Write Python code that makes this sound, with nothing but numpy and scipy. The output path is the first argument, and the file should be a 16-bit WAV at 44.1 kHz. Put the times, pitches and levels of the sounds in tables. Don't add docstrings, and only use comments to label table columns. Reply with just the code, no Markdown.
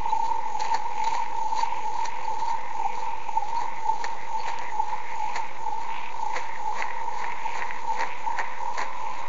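import sys
import numpy as np
from scipy import signal
from scipy.fft import rfft, irfft, next_fast_len
from scipy.io import wavfile
from scipy.ndimage import uniform_filter1d

SR = 44100
rng = np.random.default_rng(int(sys.argv[2]) if len(sys.argv) > 2 else 0)


def digitize_waveform(pressure):
    field = np.atleast_2d(pressure).T
    bounded = np.clip(field, -1, 1)
    quanta = np.round(bounded * 32767).astype(np.int16)
    wavfile.write(sys.argv[1], SR, quanta)


N = 409248
TIME = np.arange(N) / SR


def gain_of(db):
    return 10 ** (np.asarray(db) / 20)


def unit_rms(x):
    return x / np.sqrt(np.mean(x ** 2) + 1e-20)


def steadied(x, seconds):
    return x / np.sqrt(abs(uniform_filter1d(x ** 2, int(seconds * SR))) + 1e-12)


def colour(x, spectrum, size=8192):
    hz, db = np.transpose(spectrum)
    bin_hz = abs(np.fft.fftfreq(size, 1 / SR))
    log_gain = np.log(gain_of(np.interp(np.log(bin_hz + 1), np.log(hz), db)))
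    ring = np.fft.ifft(np.exp(np.conj(signal.hilbert(log_gain)))).real[:size // 2]
    return signal.oaconvolve(x, ring / np.linalg.norm(ring))[:N]


def resonate(x, hz, width_hz):
    phasor = np.exp(2j * np.pi * np.cumsum(hz) / SR)
    pole = np.exp(-np.pi * width_hz / SR)
    return 2 * (phasor * signal.lfilter([1 - pole], [1, -pole], x / phasor)).real


def waver(hz, step=8):
    size = next_fast_len(N // step + 2)
    rolloff = 1 + (np.fft.rfftfreq(size, step / SR) / hz) ** 4
    slow = irfft(rfft(rng.standard_normal(size)) / rolloff, size)
    return unit_rms(np.interp(np.arange(N) / step, np.arange(size), slow))


def swell(at, half_s):
    out = np.zeros(N)
    near = slice(*np.searchsorted(TIME, [at - 5 * half_s, at + 5 * half_s]))
    out[near] = np.exp(-((TIME[near] - at) / half_s) ** 2 / 2)
    return out


# t/s, speed/(turns per s)
ROTOR_SPEED = [(0, 41), (1.2, 46), (2.8, 44), (4.2, 48), (5.6, 52), (7.0, 63), (7.8, 68.5), (8.6, 74),
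               (8.9, 77.5), (9.28, 78.5)]

def rotor():
    speed = np.interp(TIME, *np.transpose(ROTOR_SPEED))
    return speed, np.cumsum(speed * (1 + .005 * waver(12))) / SR


def contact(turns, spread_db=1.8, throb_db=1.3, hits_per_s=5000):
    grit = np.zeros(N)
    hits = np.flatnonzero(rng.random(N) < hits_per_s / SR)
    grit[hits] = rng.standard_normal(len(hits))
    grit[hits] *= gain_of(spread_db * np.minimum(rng.exponential(1, len(hits)), 5))
    return unit_rms(grit * gain_of(throb_db * np.cos(2 * np.pi * turns)))


# push t/s, level/dB, half-length/s; follow-through delay/s,
# level/dB, half-length/s; coasting level/dB; whirr under the push f/Hz; fizz level/dB
WRIST_STROKES = [(0.176, -25.0, 0.043, 0.15, -28, 0.03, -30.5, 871, -49.5),
                 (0.58, -30, 0.053, 0.11, -32, 0.032, -30.5, 848.3, -55),
                 (1.037, -28, 0.044, 0.142, -28.5, 0.039, -34, 874.3, -45),
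                 (1.458, -31, 0.038, 0.15, -29, 0.13, -35, 870, -48.5),
                 (1.871, -26.5, 0.021, 0.14, -27.5, 0.039, -32.5, 861.3, -48.5),
                 (2.326, -29.5, 0.036, 0.17, -29.5, 0.049, -32.5, 890.2, -49),
                 (2.832, -26.5, 0.042, 0.24, -28.0, 0.067, -43, 877.4, -53.5),
                 (3.367, -32.5, 0.056, 0.23, -25.0, 0.042, -33.5, 865.4, -52.5),
                 (3.898, -24.5, 0.025, 0.148, -31, 0.058, -37, 870.5, -49),
                 (4.368, -28.0, 0.043, 0.17, -35, 0.072, -35, 888.8, -49.5),
                 (4.784, -28, 0.032, 0.14, -31.5, 0.053, -38.5, 885, -54.5),
                 (5.223, -27, 0.051, 0.17, -29.5, 0.036, -40.5, 878.4, -48.5),
                 (5.684, -28.5, 0.05, 0.197, -32.5, 0.068, -36.5, 861.5, -57),
                 (6.275, -29, 0.059, 0.18, -35.5, 0.074, -38.5, 891.1, -48.5),
                 (6.672, -28, 0.037, 0.14, -32, 0.029, -32, 884.6, -51.5),
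                 (7.092, -33.5, 0.042, 0.16, -31.5, 0.06, -40, 901, -53),
                 (7.474, -32.5, 0.045, 0.144, -31, 0.038, -34.5, 916.5, -49.0),
                 (7.902, -27.5, 0.021, 0.122, -31, 0.048, -37.0, 911.5, -48),
                 (8.292, -28, 0.023, 0.116, -32.5, 0.053, -38.5, 922, -52.5),
                 (8.662, -28.5, 0.032, 0.147, -33, 0.061, -38.5, 924.3, -52.0),
                 (9.06, -32.5, 0.052, 0.15, -33.5, 0.048, -40, 928.5, -52.5)]
# position/circle, pitch release/0-1, rasp swing/dB, fizz swing/dB
CIRCLE_SHAPE = [(0, 0.04, 2.5, -2), (.12, .35, 2, 0), (.25, 0.99, 7, 4.5), (0.421, .9, 8.5, -1),
                (.6, .9, 6, -8.5), (.75, .9, 7, -3.5), (.9, .2, 1.5, -3.5)]
# t/s, relative level/dB
AXLE_BITES = [(0.061, -23), (0.091, -25.5), (0.131, -21.5), (0.235, -21.0), (0.725, -20), (0.746, -19),
              (0.862, -25), (1.078, -21.5), (1.124, -22), (1.386, -22), (1.415, -23), (1.533, -24),
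              (1.593, -23), (1.631, -20.0), (2.425, -23.5), (2.806, -21.0), (2.858, -16.5), (2.937, -24.5),
              (3.293, -22.5), (3.373, -16.5), (3.431, -25.5), (3.862, -23.5), (4.799, -19), (4.935, -21.5),
              (5.893, -26.5), (6.233, -28.5), (7.087, -21), (7.458, -20.5), (7.911, -21.5), (8.273, -23.5)]
# t/s, drop/Hz
AXLE_GROANS = [(.81, 45), (3.44, 80)]

def wrist(speed, coast_after_s=.3, flutter_db=1.1, sag_hz_per_db=.7):
    push_times, *_, coast_db, push_hz, stroke_fizz_db = np.transpose(WRIST_STROKES)
    edges = np.r_[2 * push_times[0] - push_times[1], push_times, 2 * push_times[-1] - push_times[-2]]
    circles = np.interp(TIME, edges, np.arange(-1, len(push_times) + 1))
    position, *shapes = np.transpose(CIRCLE_SHAPE)
    release, rasp_swing, fizz_swing = [np.interp(circles, position, c, period=1) for c in shapes]

    power = np.interp(TIME, push_times + coast_after_s, gain_of(coast_db - .6) ** 2)
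    for at, push_db, push_s, delay_s, follow_db, follow_s, *_ in WRIST_STROKES:
        power += gain_of(push_db) ** 2 * swell(at, push_s)
        power += gain_of(follow_db) ** 2 * swell(at + delay_s, follow_s)
    power *= gain_of(flutter_db * waver(30)) ** 2
    power += sum(gain_of(db) ** 2 * swell(at, half_s=.0039) for at, db in AXLE_BITES)
    level_db = 10 * np.log10(power) - 1.8

    free_hz = 852 + 1.6 * speed
    pitch_hz = (1 - release) * np.interp(TIME, push_times, push_hz) + release * free_hz
    sudden_load_db = uniform_filter1d(level_db, 2000) - uniform_filter1d(level_db, 20000)
    pitch_hz -= sag_hz_per_db * sudden_load_db
    pitch_hz -= sum(drop_hz * swell(at, half_s=.02) for at, drop_hz in AXLE_GROANS)

    rasp_db = -56 + .5 * TIME + rasp_swing
    fizz_db = -3.3 + np.interp(TIME, push_times, stroke_fizz_db) + fizz_swing
    return level_db, pitch_hz, rasp_db, fizz_db


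# f/Hz, relative level/dB
SHELL_SPECTRUM = [(300, -45.5), (620, -22.5), (700, -10), (790, -1.5), (830, 8.5), (910, 4.5), (1000, -1),
                  (1100, -3), (1250, -22), (1600, -29)]

def whirr(turns, level_db, pitch_hz, tonal_above_db=-29.8):
    bumps = np.diff(np.floor(turns + .15 * waver(30)), prepend=0)
    bumps *= gain_of(2.5 * waver(25))
    drive = .7 * unit_rms(bumps) + contact(turns)
    ring = resonate(drive, pitch_hz, width_hz=98)
    ring = resonate(ring, pitch_hz + 40, width_hz=440)
    burr = steadied(colour(ring, SHELL_SPECTRUM), seconds=.032)
    cycles = np.cumsum(pitch_hz + 30 * waver(45)) / SR
    tremble = 1 + .26 * waver(60) + .2 * np.sin(2 * np.pi * turns)
    tone = steadied(np.sin(2 * np.pi * cycles) * tremble, seconds=.03)
    tone_share = .93 / (1 + np.exp((tonal_above_db - level_db) / 1.6))
    return (np.sqrt(tone_share) * tone + np.sqrt(1 - tone_share) * burr) * gain_of(level_db)


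# f/Hz, relative level/dB
HOLLOW_SPECTRUM = [(60, -30.5), (150, -9.5), (300, -5.5), (380, -7.5), (415, -0.5), (538, 1), (563, -10),
                   (598, -2.5), (640, -14), (730, 3), (1000, -23.5)]

def hollow(turns, level_db, pitch_hz):
    low_hz = 505 * (pitch_hz / 900) ** 1.8 * (1 + .06 * waver(7))
    rolling = contact(turns)
    ring = resonate(rolling, low_hz, width_hz=50)
    body = unit_rms(colour(rolling + 1.3 * ring, HOLLOW_SPECTRUM))
    swing_db = .27 * (level_db - level_db.mean())
    return body * gain_of(-48 - .0755 * TIME + swing_db)


# f/Hz, relative level/dB
RASP_SPECTRUM = [(600, -12.5), (1150, 2), (1420, -3), (1550, 0), (1660, -6.5), (1800, 0.5), (2020, 2.5),
                 (2300, 0), (2650, -4), (3100, -19), (3800, -9), (5000, -35)]
# f/Hz, relative level/dB
FIZZ_SPECTRUM = [(2000, -2.5), (3200, 3), (3700, 2), (4080, 9.5), (4270, 4.5), (4470, 10.5), (4900, -3),
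                 (5500, -4.5), (6100, 8), (6450, 2), (6800, 8), (7400, -6.5)]

def groove(turns, rasp_db, fizz_db):
    rasp = colour(contact(turns), RASP_SPECTRUM) * gain_of(rasp_db)
    fizz = colour(contact(turns, spread_db=3), FIZZ_SPECTRUM) * gain_of(fizz_db + 1.8 * waver(22))
    return rasp + fizz


def bedroom(x, t60=.1, taps_per_s=2000):
    t = np.arange(SR // 3) / SR
    taps = rng.choice([-1., 1.], len(t)) * (rng.random(len(t)) < taps_per_s / SR)
    taps *= (t > .004) * gain_of(-60 * t / t60)
    return signal.oaconvolve(x, taps / np.linalg.norm(taps))[:N]


# f/Hz, relative level/dB
HISS_SPECTRUM = [(20, 9), (80, 6.5), (130, 2), (300, 5), (700, -14.5), (2000, 2), (5000, -9), (7500, -16)]

def room_tone():
    return gain_of(-54.5) * colour(rng.standard_normal(N), HISS_SPECTRUM)


# f/Hz, level/dB
WHINE_TONES = [(4980, -75), (5273, -77), (5859, -67.5), (6152, -71), (6445, -73), (6738, -71)]

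def whine():
    return sum(gain_of(db) * np.sin(2 * np.pi * hz * TIME) for hz, db in WHINE_TONES)


# t/s, half-length/s, relative level/dB, crest f/Hz, width/Hz
AXLE_SCRAPES = [(0.09, 0.11, -49, 2320, 900), (0.45, 0.06, -49, 1940, 396), (0.647, 0.063, -46, 2500, 1000),
                (1.103, 0.15, -43, 2210, 940), (1.71, 0.093, -43.5, 2300, 1050),
                (2.148, 0.14, -45.5, 2156, 950), (2.648, 0.084, -48, 1980, 402),
                (2.85, 0.076, -47.5, 2330, 650), (3.19, 0.16, -47.5, 2400, 650),
                (3.722, 0.095, -45.5, 2084, 450), (4.23, 0.034, -42, 2005, 400),
                (4.503, 0.11, -44.5, 2230, 1300), (4.653, 0.048, -42.5, 1980, 395),
                (4.964, 0.08, -46, 2040, 450), (5.108, 0.035, -43.5, 2090, 550),
                (5.29, 0.12, -44.5, 2240, 840), (5.506, 0.043, -49.5, 2250, 740),
                (5.995, 0.074, -41, 2350, 920), (6.01, 0.039, -50, 2980, 1500),
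                (6.383, .06, -42.5, 2140, 900), (6.527, 0.04, -41.5, 1990, 447),
                (6.936, 0.051, -41, 2000, 450), (7.278, 0.11, -42.5, 2030, 590),
                (7.49, 0.078, -41, 2250, 780), (7.72, 0.072, -43, 1960, 430),
                (8.096, 0.12, -42.5, 2200, 890), (8.475, 0.1, -41.5, 1940, 600),
                (8.882, 0.036, -46, 2010, 500), (9.093, 0.071, -46, 2240, 830)]

def scrapes(turns, pitch_drop=.11, trim_db=-1):
    out = np.zeros(N)
    rolling = contact(turns, spread_db=4)
    for at, half_s, db, hz, width_hz in AXLE_SCRAPES:
        near = slice(*np.searchsorted(TIME, [at - 3 * half_s, at + 3 * half_s]))
        pressure = np.exp(-abs((TIME[near] - at) / half_s) ** 2.5 / 3)
        centre_hz = hz * (1 - pitch_drop * (1 - pressure))
        ring = rolling[near]
        for widening in (1, 1, 2):
            ring = resonate(ring, centre_hz, widening * width_hz)
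        out[near] += gain_of(db + trim_db) * pressure * unit_rms(ring)
    return out


# f/Hz, relative level/dB
SIZZLE_SPECTRUM = [(3000, -32.5), (4200, -4), (5300, -24), (6100, 2.5), (6800, 7), (7500, -16)]

def sizzle(turns, lead_s=.027):
    pressed = sum(swell(at - lead_s, half_s=.071) for at, *_ in WRIST_STROKES)
    return colour(contact(turns), SIZZLE_SPECTRUM) * pressed * gain_of(-55 - .62 * TIME)


# t/s, f/Hz, level/dB, half-length/s
PLASTIC_SQUEAKS = [(0.105, 3980, -43, .007), (0.61, 4100, -37, .005), (.747, 4470, -34, 0.0044),
                   (1.053, 3920, -35, 0.0037), (1.073, 3980, -38, 0.0038), (1.577, 4140, -42, 0.006),
                   (1.607, 4530, -40, .007), (2.055, 5930, -37.5, 0.0039), (2.252, 4490, -46, 0.0064),
                   (2.488, 4470, -43, .008), (3.575, 4300, -42.5, 0.0095), (4.405, 4430, -44.5, 0.013)]

def squeaks():
    at, hz, db, half_s = np.transpose(PLASTIC_SQUEAKS)
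    nearest = np.searchsorted((at[1:] + at[:-1]) / 2, TIME)
    cycles = np.cumsum(hz[nearest] * (1 + .021 * waver(600))) / SR
    strength = gain_of(db[nearest]) * np.exp(-((TIME - at[nearest]) / half_s[nearest]) ** 2 / 2)
    return strength * np.sin(2 * np.pi * cycles) * (1 + .55 * waver(400))


# t/s, relative level/dB, length/s, tilt toward the treble/dB
AXLE_SKIDS = [(0.254, -44.5, .02, 2), (0.603, -35.5, 0.012, 3), (0.65, -39, 0.052, -0.5),
              (0.75, -35, 0.033, -4), (1.044, -36.5, 0.011, 8), (1.075, -34.5, 0.0092, 0),
              (1.149, -36, 0.017, -9), (1.58, -42, 0.0094, 3), (1.607, -37.5, 0.046, 2),
              (2.057, -35.5, 0.019, 2), (2.401, -40, 0.017, -1), (2.503, -41, 0.03, -1.5),
              (3.004, -44.5, 0.022, 3), (3.613, -44, 0.057, -0.5), (4.049, -32.5, .012, -5),
              (4.487, -35.5, 0.033, -6), (4.588, -38, 0.0026, 9), (4.631, -43, 0.042, -9),
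              (5.366, -33, 0.022, -3.5), (6.368, -32, 0.031, -7), (6.799, -35, 0.059, -7),
              (7.234, -44, 0.1, -9), (7.556, -39.5, 0.013, -11), (7.6, -37.5, 0.052, -26),
              (8.017, -34, 0.056, -13), (8.399, -31, 0.029, -14.5), (8.782, -35, .011, -5),
              (8.813, -34, 0.047, -9)]
SKID_ONSET = [(-1.5, 0.24), (-0.88, 0.43), (-0.93, 1)]
# f/Hz, relative level/dB
SKID_SPECTRUM = [(60, -39.5), (150, -20), (380, -6.5), (520, 2.5), (620, -5), (780, 6.5), (1000, 8.5),
                 (1300, -9), (1600, -4), (1900, 4), (2300, -2), (2900, -20.5), (3600, -17.5), (5000, -51.5)]

def skids(turns, middle_boost_db=5):
    middle, treble = np.zeros((2, N))
    for at, db, length_s, tilt_db in AXLE_SKIDS:
        near = abs(TIME - at) < 6 * length_s
        offset = (TIME[near] - at) / length_s
        burst = gain_of(db) * np.interp(offset, *np.transpose(SKID_ONSET)) / (1 + (2 * offset) ** 2)
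        middle[near] += burst / np.hypot(1, gain_of(tilt_db)) * gain_of(middle_boost_db)
        treble[near] += burst / np.hypot(1, gain_of(-tilt_db))
    chatter = steadied(contact(turns, spread_db=4), seconds=.007)
    return colour(chatter * middle, SKID_SPECTRUM) + colour(chatter * treble, FIZZ_SPECTRUM)


# t/s, ring level/dB, f/Hz, click level/dB
AXLE_KNOCKS = [(.6058, -31, 2100, -25), (.6092, -30, 2100, -27), (.6485, -27, 2100, -36),
               (.7452, -25.5, 1850, -26), (.7485, -30, 1650, -28), (2.0545, -27, 1900, -31),
               (4.0422, -18, 1850, -26), (4.0445, -27, 1800, -32), (4.4828, -21.5, 1810, -37),
               (4.4858, -24.5, 1900, -32), (5.3583, -21.5, 2020, -30), (5.3618, -22.5, 2250, -30),
               (5.365, -23, 1800, -31), (6.364, -19, 1910, -35), (6.3668, -21.5, 1650, -33),
               (6.8233, -12.5, 2100, -38), (6.827, -24, 1800, -48), (6.908, -23, 2000, -48),
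               (7.2428, -17.5, 1860, -42), (7.2988, -28, 1910, -46), (7.3205, -23.5, 2250, -42),
               (7.5528, -27, 1990, -40), (7.6218, -17, 1980, -42), (7.6265, -22, 2000, -48),
               (7.6335, -23, 1900, -44), (7.7085, -17, 2010, -44), (7.9953, -24, 1770, -33),
               (8.009, -20, 1970, -26), (8.0205, -20.5, 2000, -42), (8.0337, -17.5, 1810, -40),
               (8.3885, -14, 1850, -29), (8.398, -22, 1900, -38), (8.7805, -22, 1800, -31),
               (8.7925, -27, 1900, -36), (8.8047, -23, 2000, -42), (8.817, -24, 1950, -27),
               (8.8295, -26, 2000, -44)]
# ratio to its pitch, relative level/dB, t60/s
RING_MODES = [(.47, -14, .025), (.83, -6.5, .016), (.97, 5, .014), (1.03, -7, .035), (1.15, -2, .012)]
# f/Hz, relative level/dB, t60/s
HIGH_MODES = [(3400, -8.5, .008), (4120, -5, 0.0071), (4340, 6, 0.0089), (5690, -3, .012),
              (6900, -2.5, .01)]

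def knocks(rise_s=.0005, ring_trim_db=-.5, click_trim_db=2):
    out = np.zeros(N)
    t = np.arange(SR // 12) / SR
    band = signal.butter(2, [600, 3100], "bandpass", fs=SR, output="sos")
    for at, ring_db, pitch_hz, click_db in AXLE_KNOCKS:
        ring, click = np.zeros((2, len(t)))
        for ratio, db, t60 in RING_MODES:
            ring += gain_of(db - 60 * t / t60) * np.sin(2 * np.pi * ratio * pitch_hz * t)
        ring = signal.sosfilt(band, ring * np.minimum(t / rise_s, 1))
        for hz, db, t60 in HIGH_MODES:
            cycles = hz * rng.normal(1, .04) * t + rng.random()
            click += gain_of(db - 60 * t / t60) * np.sin(2 * np.pi * cycles)
        ring *= gain_of(ring_db + ring_trim_db) / abs(ring).max()
        click *= gain_of(click_db + click_trim_db) / abs(click).max()
        out[round(at * SR):][:len(t)] += ring + click
    return out


# multiple of the speed, level at top speed/dB
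ROTOR_TONES = [(7, -49), (8, -55), (10, -56), (11, -53), (13, -44), (14, -49), (15, -56)]

def hum(turns, speed):
    tones = sum(gain_of(db + 2.5 * waver(3)) * np.sin(2 * np.pi * k * turns) for k, db in ROTOR_TONES)
    return tones * (speed / speed.max()) ** 4


def scene():
    speed, turns = rotor()
    level_db, pitch_hz, rasp_db, fizz_db = wrist(speed)
    ball = whirr(turns, level_db, pitch_hz) + hollow(turns, level_db, pitch_hz)
    ball += groove(turns, rasp_db, fizz_db) + scrapes(turns) + sizzle(turns)
    ball += squeaks() + skids(turns) + knocks() + hum(turns, speed)
    return (ball + gain_of(-16) * bedroom(ball) + room_tone() + whine())[None]


def record(dry):
    edge_hz, dc_offset = 7550, .0726
    lowpass = signal.firwin(401, edge_hz, window=("kaiser", 8), fs=SR)
    return dc_offset + signal.oaconvolve(dry, lowpass[None], "same")


dry = scene()
out = record(dry)
digitize_waveform(out)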